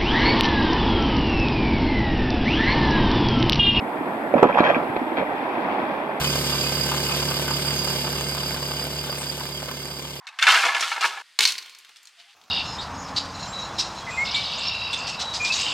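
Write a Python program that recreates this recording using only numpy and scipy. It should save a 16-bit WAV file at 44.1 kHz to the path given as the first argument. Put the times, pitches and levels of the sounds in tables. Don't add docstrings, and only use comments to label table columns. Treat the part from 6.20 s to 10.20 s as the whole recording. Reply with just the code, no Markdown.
import sys
import numpy as np
from scipy import signal
from scipy.fft import rfft, irfft, next_fast_len
from scipy.io import wavfile
from scipy.ndimage import map_coordinates

SR = 44100
rng = np.random.default_rng(int(sys.argv[2]) if len(sys.argv) > 2 else 0)


def generate_wav(sig):
    pcm = np.round(np.clip(np.atleast_2d(sig).T, -1, 1) * 32767).astype(np.int16)
    wavfile.write(sys.argv[1], SR, pcm)


N = 176400

# time in seconds, cycles per second.
PISTON_SPEED = [(0.0, 34.524), (0.062, 36.048), (0.417, 35.315), (0.417, 35.032), (0.449, 35.703),
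                (0.524, 34.581), (0.53, 35.893), (0.881, 35.342), (0.961, 36.227), (1.158, 34.946),
                (1.216, 35.918), (1.411, 35.309), (1.458, 35.813), (1.783, 35.27), (1.817, 35.764),
                (1.892, 35.163), (1.945, 36.862), (2.041, 35.139), (2.091, 36.58), (2.193, 35.478),
                (2.296, 36.522), (2.445, 35.409), (2.646, 36.919), (2.698, 35.883), (2.781, 37.593),
                (2.856, 34.933), (3.156, 36.057), (3.257, 35.158), (3.364, 36.429), (3.52, 35.167),
                (3.744, 36.082), (3.788, 34.729), (3.851, 36.202), (4.0, 35.145)]
# time in seconds, gain in dB.
DRILL_FADE = [(0.0, -24.5), (1.6, -26.5), (3.8, -35), (4.0, -36.5)]
# place in the cycle from 0 to 1, relative level in dB.
PUFF_PLACES = [(0.358, -5), (0.829, -5)]
KNOCK_PLACES = [(0.185, -1), (.465, 1.5)]
# multiple of the piston speed, relative level in dB.
HUM_TONES = [(2, -9), (4, -12), (7, -21.5), (10, -26), (14, -27)]
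# frequency in Hz, relative level in dB.
PUFF_COLOUR = [(20, -54.5), (36, -35.5), (55, 5.5), (72, 12.5), (110, -0.5), (145, 9.5), (175, 13),
               (215, -10.5), (260, 0.5), (360, 0.5), (500, 1.5), (800, -15), (2000, -29.5)]
ROAR_COLOUR = [(20, -43), (60, -20), (150, 7.5), (280, -9), (480, -1), (750, -4.5), (1500, -10),
               (5000, -57)]
CRACK_COLOUR = [(100, -9), (450, 8.5), (1200, 5), (2500, 0), (8000, -4), (15000, -6)]
THUD_COLOUR = [(60, -38), (200, -16), (400, 5), (650, 5.5), (850, 1.5), (1200, -21), (2000, -8),
               (5000, -59)]
RATTLE_COLOUR = [(200, -10.5), (600, -6), (950, 4.5), (1300, 1.5), (1600, 0.5), (1850, -14), (3000, 0),
                 (8000, -48.5)]
GRIT_COLOUR = [(150, 9.5), (400, 11.5), (900, 10), (1800, -7), (3000, 18), (4000, 8.5), (5100, 1),
               (7000, 10), (14000, -39)]
HISS_COLOUR = [(30, -84.5), (200, 19), (1000, -1), (2500, 8), (4000, 8), (5500, 10.5), (7000, 2.5),
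               (9500, 4.5), (12500, 3), (14000, 3), (16000, -20)]
GRIND_COLOUR = [(300, -23), (1000, -9), (1700, -4.5), (2600, -3), (3500, 10), (5000, -5), (9000, -44)]
ECHO_COLOUR = [(140, -12.0), (500, 3.5), (2500, 12.0), (8000, -43)]
# frequency in Hz, relative level in dB, seconds to fade by 60 dB.
HOUSING_TONES = [(360, 4.5, 0.042), (498.6, -4.5, 0.043), (623, -7, 0.009), (1055, -6, 0.072)]
# time of the peak in seconds, relative level in dB.
RATTLE_BURSTS = [(0.01, 2.5), (.145, -4), (.34, -3), (.735, 1), (0.908, 0.5), (1.03, -7), (1.11, -5),
                 (1.298, 0.5), (1.499, -1), (1.69, -5), (1.869, -2), (2.18, -3), (2.37, -7), (2.52, -6),
                 (2.885, -2), (3.02, -9), (3.21, -2), (3.497, 2), (3.71, -8), (3.85, -4)]
# frequency in Hz, relative level in dB, rate of wavering in Hz.
STEEL_TONES = [(1569, 2, 51), (2105, 5, 70), (2521, 3.5, 60), (2740, 2.5, 79), (2995, 6.5, 99),
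               (3194, 6.5, 40), (6470, 6, 24), (8160, 3.5, 24)]
# time of the peak in seconds, frequency in Hz, relative level in dB.
STEEL_FLARES = [(0.063, 2526, -7), (0.465, 2526, -9), (0.91, 2526, -9), (0.69, 2900, -8), (3.37, 3208, -6),
                (1.58, 6465, -11), (3.33, 6465, -15), (1.47, 8121, -20), (3.0, 8121, -5)]
# time in seconds, relative level in dB.
RING_LEVEL = [(0.0, -45), (0.05, -34), (0.2, -36), (0.7, -32), (0.76, -44), (0.77, -35), (1.18, -38),
              (1.22, -42), (1.35, -33), (1.39, -41), (1.49, -31), (1.6, -38), (1.64, -33), (2.16, -38),
              (2.33, -33), (2.38, -43), (2.43, -37), (2.83, -39), (2.87, -47), (2.91, -37), (3.01, -47),
              (3.1, -33), (3.14, -47), (3.35, -39), (3.4, -45), (3.8, -42), (3.82, -50), (4.0, -44)]
# time in seconds, left minus right level in dB.
RING_BALANCE = [(0.0, -2.0), (0.05, -18), (1.77, -22), (1.79, -11), (2.73, -4.5), (3.38, -15), (4.0, -6)]
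# frequency in Hz, left minus right level in dB.
BODY_BALANCE = [(100, -1.5), (200, -3), (330, -2), (520, -8), (800, 1.5), (1100, 6), (1700, -4.5),
                (2200, -5), (2700, 1), (4300, -7), (5100, 9), (6200, 2)]
HISS_BALANCE = [(4500, 0.98), (6500, 0.27)]
# frequency in Hz, delay in milliseconds.
RIGHT_DELAY = [(100, .02), (1500, .035), (2700, .115), (3300, .11), (5400, .26), (7700, .256), (10000, .25),
               (14000, .244)]
# frequency in Hz, seconds to fade by 60 dB.
ECHO_FADE = [(100, 0.32), (1500, 0.071), (12000, 0.037)]

PUFF_DB, ROAR_DB, CRACK_DB, THUD_DB, HOUSING_DB = -6.5, -14, -9, -14.5, -14
RATTLE_DB, GRIT_DB, STEEL_DB, HISS_DB, ECHO_DB = -9.5, -10.5, -12, -6, -18
CRACK_FADE_S, STEEL_RISE_S, STEEL_FADE_S = .011, .002, .06
KNOCK_RISE_DB_PER_S = 1
RATTLE_WIDTH_S, FLARE_WIDTH_S = .015, .023
RING_HZ, RING_DB, WAVER_HZ = 4830, 3, 30
RASP_DB, RASP_WIDTH_HZ = -12, 130


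def amp(db):
    return 10 ** (np.asarray(db) / 20)


def unit(x):
    return x / np.sqrt(np.mean(x ** 2) + 1e-20)


def along(points, hz):
    freqs, values = np.transpose(points)
    return np.interp(np.log(hz + 1), np.log(freqs + 1), values)


def curve(rows):
    times, values = np.transpose(rows)
    return np.interp(np.arange(N) / SR, times, values)


def wobble(rate):
    return map_coordinates(rng.standard_normal(N // 100), [np.arange(N) * rate / SR], mode="wrap")


def filtered(x, response):
    size = next_fast_len(N + SR // 2)
    return irfft(rfft(x, size) * response(np.fft.rfftfreq(size, 1 / SR)), size)[..., :N]


def coloured(x, points, size=8192):
    cepstrum = irfft(np.log(amp(along(points, np.fft.rfftfreq(size, 1 / SR)))))
    cepstrum[1:size // 2] *= 2
    cepstrum[size // 2 + 1:] = 0
    response = irfft(np.exp(rfft(cepstrum)))
    return unit(signal.fftconvolve(x, response)[:N])


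def strokes(cycles, rows, scatter_db=1.0, jitter_s=.00006):
    out, cycle = np.zeros(N), np.arange(int(cycles[-1]) + 1)
    for place, db in rows:
        size, late = rng.standard_normal((2, len(cycle)))
        on_time = np.interp(cycle + place, cycles, np.arange(N))
        at = np.round(on_time + late * jitter_s * SR).astype(int)
        keep = (at >= 0) & (at < N) & (cycle + place < cycles[-1])
        out[at[keep]] += amp(db + scatter_db * size)[keep]
    return out


def surge(cycles, place, fall_db):
    return amp(-fall_db * ((cycles - place) % 1))


def bump(peak_s, width_s):
    return np.exp(-.5 * ((np.arange(N) / SR - peak_s) / width_s) ** 2)


def grains(per_s, spread_db):
    clicks = (rng.random(N) < per_s / SR) * np.sign(rng.standard_normal(N))
    return clicks * amp(spread_db * np.clip(rng.standard_normal(N), -2, 2))


def placed(x, balance):
    half = np.array([[.5], [-.5]])

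    def response(hz):
        delay_s = along(RIGHT_DELAY, hz) / 1000
        return amp(half * along(balance, hz)) * np.exp(2j * np.pi * hz * delay_s * half)
    return filtered(x, response)


def exhaust(cycles):
    puffs = -coloured(strokes(cycles, PUFF_PLACES), PUFF_COLOUR)
    phase = 2 * np.pi * (cycles - PUFF_PLACES[0][0])
    hum = sum(-np.sqrt(2) * amp(db) * np.cos(multiple * phase) for multiple, db in HUM_TONES)
    flow = sum(amp(db) * surge(cycles, place, fall_db=24) for place, db in PUFF_PLACES)
    roar = coloured(flow * rng.standard_normal(N), ROAR_COLOUR)
    return amp(PUFF_DB) * puffs + hum + amp(ROAR_DB) * roar


def piston(cycles):
    t = np.arange(N) / SR
    hits = strokes(cycles, KNOCK_PLACES, scatter_db=2.5)
    decay = amp(-60 * t[:SR // 20] / CRACK_FADE_S)
    bursts = signal.fftconvolve(hits, decay)[:N]
    crack = amp(CRACK_DB) * coloured(bursts * rng.standard_normal(N), CRACK_COLOUR)
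    thud = amp(THUD_DB) * coloured(hits, THUD_COLOUR)
    rise = amp(KNOCK_RISE_DB_PER_S * (t - t.mean()))
    return rise * (crack + thud) + amp(HOUSING_DB) * housing(hits)


def housing(hits, scatter_db=1.0):
    t, out = np.arange(SR // 5) / SR, np.zeros(N + SR)
    tones = np.array([amp(db - 60 * t / fade_s) * np.sin(2 * np.pi * hz * t)
                      for hz, db, fade_s in HOUSING_TONES])
    for at in np.flatnonzero(hits):
        mix = amp(scatter_db * rng.standard_normal(len(tones)))
        out[at:at + len(t)] += hits[at] * mix @ tones
    return unit(out[:N])


def chuck_rattle(cycles):
    swell = amp(-6) + sum(amp(db) * bump(peak_s, RATTLE_WIDTH_S) for peak_s, db in RATTLE_BURSTS)
    shake = amp(3.7 * np.cos(2 * np.pi * (cycles - .58)))
    contacts = grains(per_s=1100, spread_db=4.0) * swell * shake
    return amp(RATTLE_DB) * coloured(contacts, RATTLE_COLOUR)


def drill_bit(cycles):
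    bite = amp(1.5 * np.cos(2 * np.pi * (cycles - .55)) + 3.5 * wobble(40))
    grit = coloured(grains(per_s=5000, spread_db=11) * bite, GRIT_COLOUR)
    blows = strokes(cycles, KNOCK_PLACES[1:])
    flares = np.zeros(N)
    for peak_s, hz, db in STEEL_FLARES:
        tone = singing_steel(blows, [(hz, 0, WAVER_HZ)], flutter_db=1)
        flares += amp(db) * bump(peak_s, FLARE_WIDTH_S) * tone
    tones = singing_steel(blows, STEEL_TONES, flutter_db=3)
    return amp(GRIT_DB) * grit + amp(STEEL_DB) * tones + flares


def singing_steel(blows, rows, flutter_db):
    t = np.arange(SR // 4) / SR
    shape = (1 - np.exp(-t / STEEL_RISE_S)) ** 2 * amp(-60 * t / STEEL_FADE_S)
    swell = unit(signal.fftconvolve(blows, shape)[:N]) + .5
    t, tones = np.arange(N) / SR, np.zeros(N)
    for hz, db, waver_hz in rows:
        strength = amp(db + flutter_db * wobble(waver_hz / 3))
        tones += strength * np.sin(2 * np.pi * hz * t + 1.1 * wobble(waver_hz))
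    return unit(swell * tones)


def air_hiss(cycles):
    flow = surge(cycles, place=0.14, fall_db=1.5) * amp(1.1 * wobble(45))
    return amp(HISS_DB) * coloured(flow * rng.standard_normal(N), HISS_COLOUR)


def stone_scatter(cycles, hiss_db=-18, grind_db=-13.5):
    bite = amp(2 * np.cos(2 * np.pi * (cycles - .55)) + 2.2 * wobble(29.85))
    hiss = np.array([coloured(noise, HISS_COLOUR) for noise in rng.standard_normal((2, N))])
    grind = np.array([coloured(noise * bite, GRIND_COLOUR) for noise in rng.standard_normal((2, N))])
    return amp(hiss_db) * hiss + amp(grind_db) * grind


def steel_ring(cycles):
    blows = strokes(cycles, KNOCK_PLACES[1:], scatter_db=2.5, jitter_s=0.0018)
    rebounds = surge(cycles, place=0.37, fall_db=4.0) * rng.standard_normal(N)
    rasp = unit(filtered(rebounds, lambda hz: 1 / (1 + 2j * (hz - RING_HZ) / RASP_WIDTH_HZ) ** 2))
    whine = singing_steel(blows, [(RING_HZ, 0, WAVER_HZ)], flutter_db=0.88)
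    ring = placed(unit(whine + amp(RASP_DB) * rasp), [(RING_HZ, 0)])
    sides = amp(curve(RING_BALANCE) * np.array([[.5], [-.5]]))
    return amp(curve(RING_LEVEL) + RING_DB) * sides / sides.mean(axis=0) * ring


def yard_echo(x):
    freqs, t, spectrum = signal.stft(rng.standard_normal((2, SR // 3)), SR, nperseg=256)
    decay = amp(-60 * t / along(ECHO_FADE, freqs)[:, None])
    tail = signal.istft(spectrum * decay, SR, nperseg=256)[1]
    echo = signal.fftconvolve(x, tail / np.linalg.norm(tail[0]), axes=1)[:, :N]
    return filtered(echo, lambda hz: amp(along(ECHO_COLOUR, hz)))


def scene():
    cycles = -.11 + np.cumsum(curve(PISTON_SPEED)) / SR
    body = exhaust(cycles) + piston(cycles) + chuck_rattle(cycles) + drill_bit(cycles)
    hiss = placed(air_hiss(cycles), HISS_BALANCE) + stone_scatter(cycles)
    drill = amp(curve(DRILL_FADE)) * (placed(body, BODY_BALANCE) + hiss) + steel_ring(cycles)
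    return drill + amp(ECHO_DB) * yard_echo(drill)


def record(dry, bass_hz=33, top_hz=15800):
    return filtered(dry, lambda hz: (hz < top_hz) * hz ** 4 / (hz ** 4 + bass_hz ** 4))


dry = scene()
out = record(dry)
generate_wav(out)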